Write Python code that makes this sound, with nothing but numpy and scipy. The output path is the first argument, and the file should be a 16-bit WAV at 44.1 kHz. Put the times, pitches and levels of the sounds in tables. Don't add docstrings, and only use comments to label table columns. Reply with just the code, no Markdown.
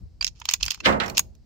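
import sys
import numpy as np
from scipy import signal
from scipy.io import wavfile
from scipy.ndimage import uniform_filter1d

SR = 44100
rng = np.random.default_rng(int(sys.argv[2]) if len(sys.argv) > 2 else 0)


def bounce(signal):
    frames = np.transpose(np.atleast_2d(signal))
    limited = np.clip(frames, -1, 1)
    pcm = np.round(limited * 32767).astype(np.int16)
    wavfile.write(sys.argv[1], SR, pcm)


N = 63945
T = np.arange(N) / SR

# t/s, level/dB, decay/s, knock/dB, body/dB, edge/dB, ring f/Hz
SLIDE_CLICKS = [(0.208, -32.5, .003, 14, 13, -2, 2390), (.2230, -27, .0015, -14, 12.5, -6, 4180),
                (0.2255, -23.5, 0.0016, 6.5, -28, -20, 4800), (0.2448, -12, 0.00031, -15, -1, -2.5, 5000),
                (0.2659, -17.5, .0008, -10, -7.5, -5, 5820), (0.2739, -21, 0.0022, -20, -3, -7, 6380),
                (0.2778, -32.5, .003, -4, -5.5, -3, 6030), (0.398, -40.5, .002, 2, -28, 8.5, 5860),
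                (0.414, -38.5, .002, 17.5, 13, -15, 936), (0.4535, -25.5, 0.00085, 1, 4.5, 3, 4090),
                (0.487, -10, 0.0019, -1, -2.5, -13, 4490), (0.4977, -22.5, 0.00076, -16, 3, -1, 4900),
                (0.5102, -27.5, 0.00099, 2, 10.5, 13.5, 6370), (0.5128, -29, 0.0054, -18, 4, 7, 5940),
                (0.5355, -9.5, 0.0016, -8, -1, 6, 3490), (0.5422, -33, .002, 12, 5, -14.5, 4550),
                (0.6079, -35.5, 0.0013, 7, 6.5, -8.5, 2600), (0.6272, -16, 0.0005, -17, -7.5, -16, 5700),
                (0.6301, -12, 0.00042, -15, -1, -8.5, 5010), (0.6392, -37.5, 0.0012, 4.5, 17, 14, 2597),
                (0.6527, -29.5, 0.00051, -11, 1.5, 11, 6090), (0.6602, -20.5, 0.0018, -5, -2.5, 2, 4500),
                (0.679, -22.5, 0.0018, 6, 6, -1.5, 4880), (0.7042, -16.5, .001, -10.5, -5, -11.5, 5670),
                (0.7082, -18, 0.00033, -25, 2.5, 6, 4800), (0.7149, -22, 0.0018, -5.5, 3.5, 2, 4930),
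                (0.744, -31, 0.00083, 1.5, 2.5, 4.5, 5200), (0.774, -56.5, 0.0012, 22.5, -4, 5.5, 840),
                (0.801, -31.5, 0.0023, 8, 8, -6.5, 2670), (1.0578, -31.5, .003, 0, 2.5, 3, 5530),
                (1.078, -33, .002, 20, -3, 4, 5590), (1.0972, -29, .0015, 1.5, 3, 8, 4390),
                (1.1686, -14.5, 0.0031, -8.5, 1.5, 0, 5325), (1.1781, -8.5, 0.0012, -4, 0, 7.5, 2784),
                (1.1917, -16, 0.0017, 6.5, 4.5, 17.5, 6500), (1.3494, -56, 0.0018, 0, -1, 7.5, 5770)]
# start t/s, end t/s, level/dB
SLIDE_SCRAPES = [(0.256, 0.277, -64), (0.352, 0.429, -48.5), (0.441, 0.5, -42.5), (0.483, .53, -29),
                 (0.524, 0.571, -37.5), (0.602, 0.685, -31.5), (0.694, 0.76, -31), (0.763, 0.808, -46.5),
                 (1.147, 1.205, -30.5)]
# f/Hz, width/Hz, level/dB
STEEL_MODES = [(1060, 450, -9.5), (1967, 210, -10), (2452, 407, -3.5), (3530, 1200, -8), (4240, 220, 0),
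               (5040, 387, 0.5), (5366, 356, 1.5), (6095, 490, -3.5), (6620, 370, -1.5), (7014, 603, -6.5),
               (10270, 400, -20.5), (12140, 130, -16), (12320, 400, -24.5), (14030, 1600, -19)]
# t/s, pan/dB
PISTOL_PAN_CURVE = [(.22, -5), (.45, -5), (.75, -4.5), (1.19, -2.5)]
# t/s, level/dB, boom/dB, brightness/(dB per octave), pan/dB
LANDINGS = [(.8585, -18.5, 8, 0.5, -5), (0.925, -32.5, -1.5, -8, -3.5), (1.0008, -19.5, -21, -3.5, -9.5),
            (1.0355, -47, 0, 5, -5), (1.0810, -63, 27, 11.5, -4)]
# f/Hz, spectral level/dB, t60/s, build-up/s
COVER_WASH = [(59.7, -11, .7, .012), (130.6, -6.5, 0.79, 0.017), (220, 0, 0.43, 0.0055),
              (520, 0, 0.51, 0.004), (930, 5.5, 0.33, 0.018), (1447, 8.5, 0.2, 0.012),
              (1900, 4.5, .22, .001), (3260, -4, 0.15, 0.00013), (6890, -19, 0.22, 0.00048),
              (9500, -41.5, .2, 0.00045), (15050, -29.5, 0.26, .0004)]
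# f/Hz, level/dB, t60/s
COVER_TONES = [(68.6, -16.5, 0.78), (187, -13.5, 0.69), (218.6, -13.5, 0.7), (266.2, -14, 0.4),
               (382, -28, 0.26), (535.7, -7, 0.37), (813, -7, 0.38), (1483, -19, 0.37), (2077, -8, 0.26)]
# f/Hz, likeness
WASH_IMAGE = [(60, .3), (190, 0.57), (900, -0.62), (4000, -0.22)]
# t/s, level/dB
WIND_GUSTS = [(0, -26.5), (.03, -31.5), (.085, -49), (.18, -52), (.23, -45), (.33, -49), (.5, -54.5),
              (.57, -48.5), (.64, -39), (.675, -36), (.73, -60), (.8, -51), (1.15, -46.5), (1.3, -46.5),
              (1.36, -50.5), (1.45, -51)]
# f/Hz, spectral level/dB
WIND_COLOUR = [(25, -7), (45, 10), (70, 7), (120, -3), (200, -18), (400, -44), (3000, -75)]
# f/Hz, spectral level/dB
HISS_COLOUR = [(100, 17), (300, 14.5), (600, 5.5), (1200, -5.5), (3500, -9), (5200, 1.5), (7000, -12),
               (9000, -22.5), (15000, -19.5)]

STEEL_LIKENESS, CUTOFF_HZ = 0.1, 16000


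def pistol(trim_db=-1.5):
    drive, steel = slide_clicks() + slide_scrapes(), 0
    for k, (hz, width_hz, db) in enumerate(STEEL_MODES):
        radius = np.exp(-np.pi * width_hz / SR)
        feed = np.array([1, 0, -1]) * (1 - radius ** 2) / 2
        feedback = [1, -2 * radius * np.cos(2 * np.pi * hz / SR), radius ** 2]
        steel += (-1) ** k * from_db(db + trim_db) * signal.lfilter(feed, feedback, drive)
    pan_db = np.interp(T, *np.transpose(PISTOL_PAN_CURVE))
    steel *= from_db(pan_db / 2 * [[1], [-1]])
    return steel + steel_tail(steel)


def slide_clicks(ring_share=0.24, rise_share=0.91, grit_db=2.5):
    out, t = np.zeros((2, N)), T[:2048]
    borders_hz = [500, 1678, 3370, 7690, CUTOFF_HZ]
    for s, db, decay, knock_db, body_db, edge_db, hz in SLIDE_CLICKS:
        grit = stereo_noise(STEEL_LIKENESS, len(t)) * from_db(grit_db * rng.standard_normal(len(t)))
        ping = ring_share * np.sqrt(2) * np.sin(2 * np.pi * hz * t)
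        envelope = np.exp(-t / decay) * (1 - np.exp(-t / (rise_share * decay))) ** 2
        crunch, click = (rms_one(grit) + ping) * envelope, 0
        for low, high, eq_db in zip(borders_hz, borders_hz[1:], (knock_db, body_db, 0, edge_db)):
            band = np.array([rms_one(side) for side in cut(crunch, [low, high], "band", order=4)])
            click += from_db(eq_db) * np.sqrt((high - low) / SR) * band
        start = int(s * SR)
        out[:, start:start + len(t)] += from_db(db) * click[:, :N - start]
    return out


def slide_scrapes(grains_per_s=6100, spread_db=3, top_hz=7500):
    level = sum(from_db(db) * ((T > start) & (T < end)) for start, end, db in SLIDE_SCRAPES)
    fires = rng.random(N) < grains_per_s / SR
    strength = from_db(spread_db * np.minimum(rng.exponential(1, N), 4))
    grains = rms_one(fires * strength * stereo_noise(STEEL_LIKENESS))
    return uniform_filter1d(level, size=400) * cut(grains, top_hz, "low")


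def steel_tail(steel, ring_db=-10, ring_t60=0.048, scatter_db=-29, scatter_t60=0.2):
    response = sum(from_db(db) * rms_one(stereo_noise() * die_away(T, t60)) / np.sqrt(N)
                   for db, t60 in ((ring_db, ring_t60), (scatter_db, scatter_t60)))
    response = cut(response, 1520, "high", order=1)
    return signal.fftconvolve(steel, response, axes=1)[:, :N]


def slide_squeak(start_s=.2098, hz=4705, db=-14, length_s=0.0091, rise_s=.0013):
    t = np.maximum(T - start_s, 0)
    envelope = (1 - np.exp(-t / rise_s)) * np.clip(1 - t / length_s, 0, 1)
    return from_db(db) * pan(db=-10) * envelope * np.sqrt(2) * np.sin(2 * np.pi * hz * t)


def cartridge(crack_db=7, crack_decay_s=0.0054, crack_hz=(1250, 4050), wash_db=11):
    out = np.zeros((2, N))
    wash = [(hz, stereo(*band, at_hz(WASH_IMAGE, hz)[0])) for hz, band in noise_bands(0)]
    for s, db, boom_db, tilt_db, pan_db in LANDINGS:
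        t = np.maximum(T - s, 0)

        def eq(hz, boom_hz=900, pivot_hz=1500):
            return from_db(boom_db / (1 + (hz / boom_hz) ** 2) + tilt_db * np.log2(max(hz / pivot_hz, 1)))

        crack = band_noise(crack_hz, order=4) * np.exp(-t / crack_decay_s) * (t > 0)
        hit = from_db(crack_db) * eq(np.mean(crack_hz)) * crack
        for hz, band in wash:
            level_db, t60, rise = at_hz(COVER_WASH, hz)
            bloom = 1 - np.exp(-t / rise)
            hit += from_db(wash_db + level_db) * eq(hz) * band * bloom * die_away(t, t60)
        for hz, level_db, t60 in COVER_TONES:
            tone = np.sin(2 * np.pi * (hz * t + rng.random((2, 1)) / 2))
            bloom = 1 - np.exp(-t / at_hz(COVER_WASH, hz)[2])
            hit += from_db(level_db) * eq(hz) * tone * bloom * die_away(t, t60)
        out += from_db(db) * pan(pan_db) * hit
    return out


def landing_swell():
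    lead_s = LANDINGS[0][0] - T

    def swell(db, rise_s, hz):
        return from_db(db) * band_noise(hz) * np.exp(-abs(lead_s) / rise_s) * (lead_s > 0)

    return swell(db=-15, rise_s=0.0056, hz=(1123, 4500)) + swell(db=-40, rise_s=0.029, hz=(110, 380))


def wind_bed(hiss_db=-66):
    noise = noise_bands(likeness=0.45)
    rumble, hiss = (rms_one(sum(from_db(at_hz(colour, hz)[0]) * band for hz, band in noise))
                    for colour in (WIND_COLOUR, HISS_COLOUR))
    gusts = from_db(np.interp(T, *np.transpose(WIND_GUSTS)))
    return gusts * rumble + from_db(hiss_db) * hiss


def from_db(db):
    return 10 ** (np.asarray(db) / 20)


def rms_one(x):
    return x / np.sqrt(np.mean(x ** 2) + 1e-20)


def die_away(t, t60):
    return 1000. ** (-t / t60)


def cut(x, hz, kind, order=3):
    sections = signal.butter(order, np.clip(hz, 10, .45 * SR), kind, fs=SR, output="sos")
    return signal.sosfilt(sections, x + 1e-18)


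def pan(db):
    return rms_one(from_db(np.array([[db], [-db]]) / 2))


def at_hz(rows, hz):
    f, *columns = np.transpose(rows)
    return [np.interp(np.log(hz), np.log(f), column) for column in columns]


def stereo(mid, side, likeness):
    return (np.sqrt(1 + likeness) * mid + np.sqrt(1 - likeness) * side * [[1], [-1]]) / np.sqrt(2)


def stereo_noise(likeness=0, size=N):
    return stereo(*rng.standard_normal((2, size)), likeness)


def band_noise(hz, order=3):
    return rms_one(cut(stereo_noise(), hz, "band", order))


def noise_bands(likeness):
    edges = 22 * 2 ** np.arange(0, 10, .5)
    white = [stereo_noise(likeness), stereo_noise(likeness)]
    return [(np.sqrt(low * high), cut(white[k % 2], [low, high], "band"))
            for k, (low, high) in enumerate(zip(edges, edges[1:]))]


def scene():
    return pistol() + slide_squeak() + landing_swell() + cartridge() + wind_bed()


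def record(dry):
    return signal.sosfilt(signal.ellip(10, .2, 80, CUTOFF_HZ, fs=SR, output="sos"), np.clip(dry, -1, 1))


dry = scene()
out = record(dry)
bounce(out)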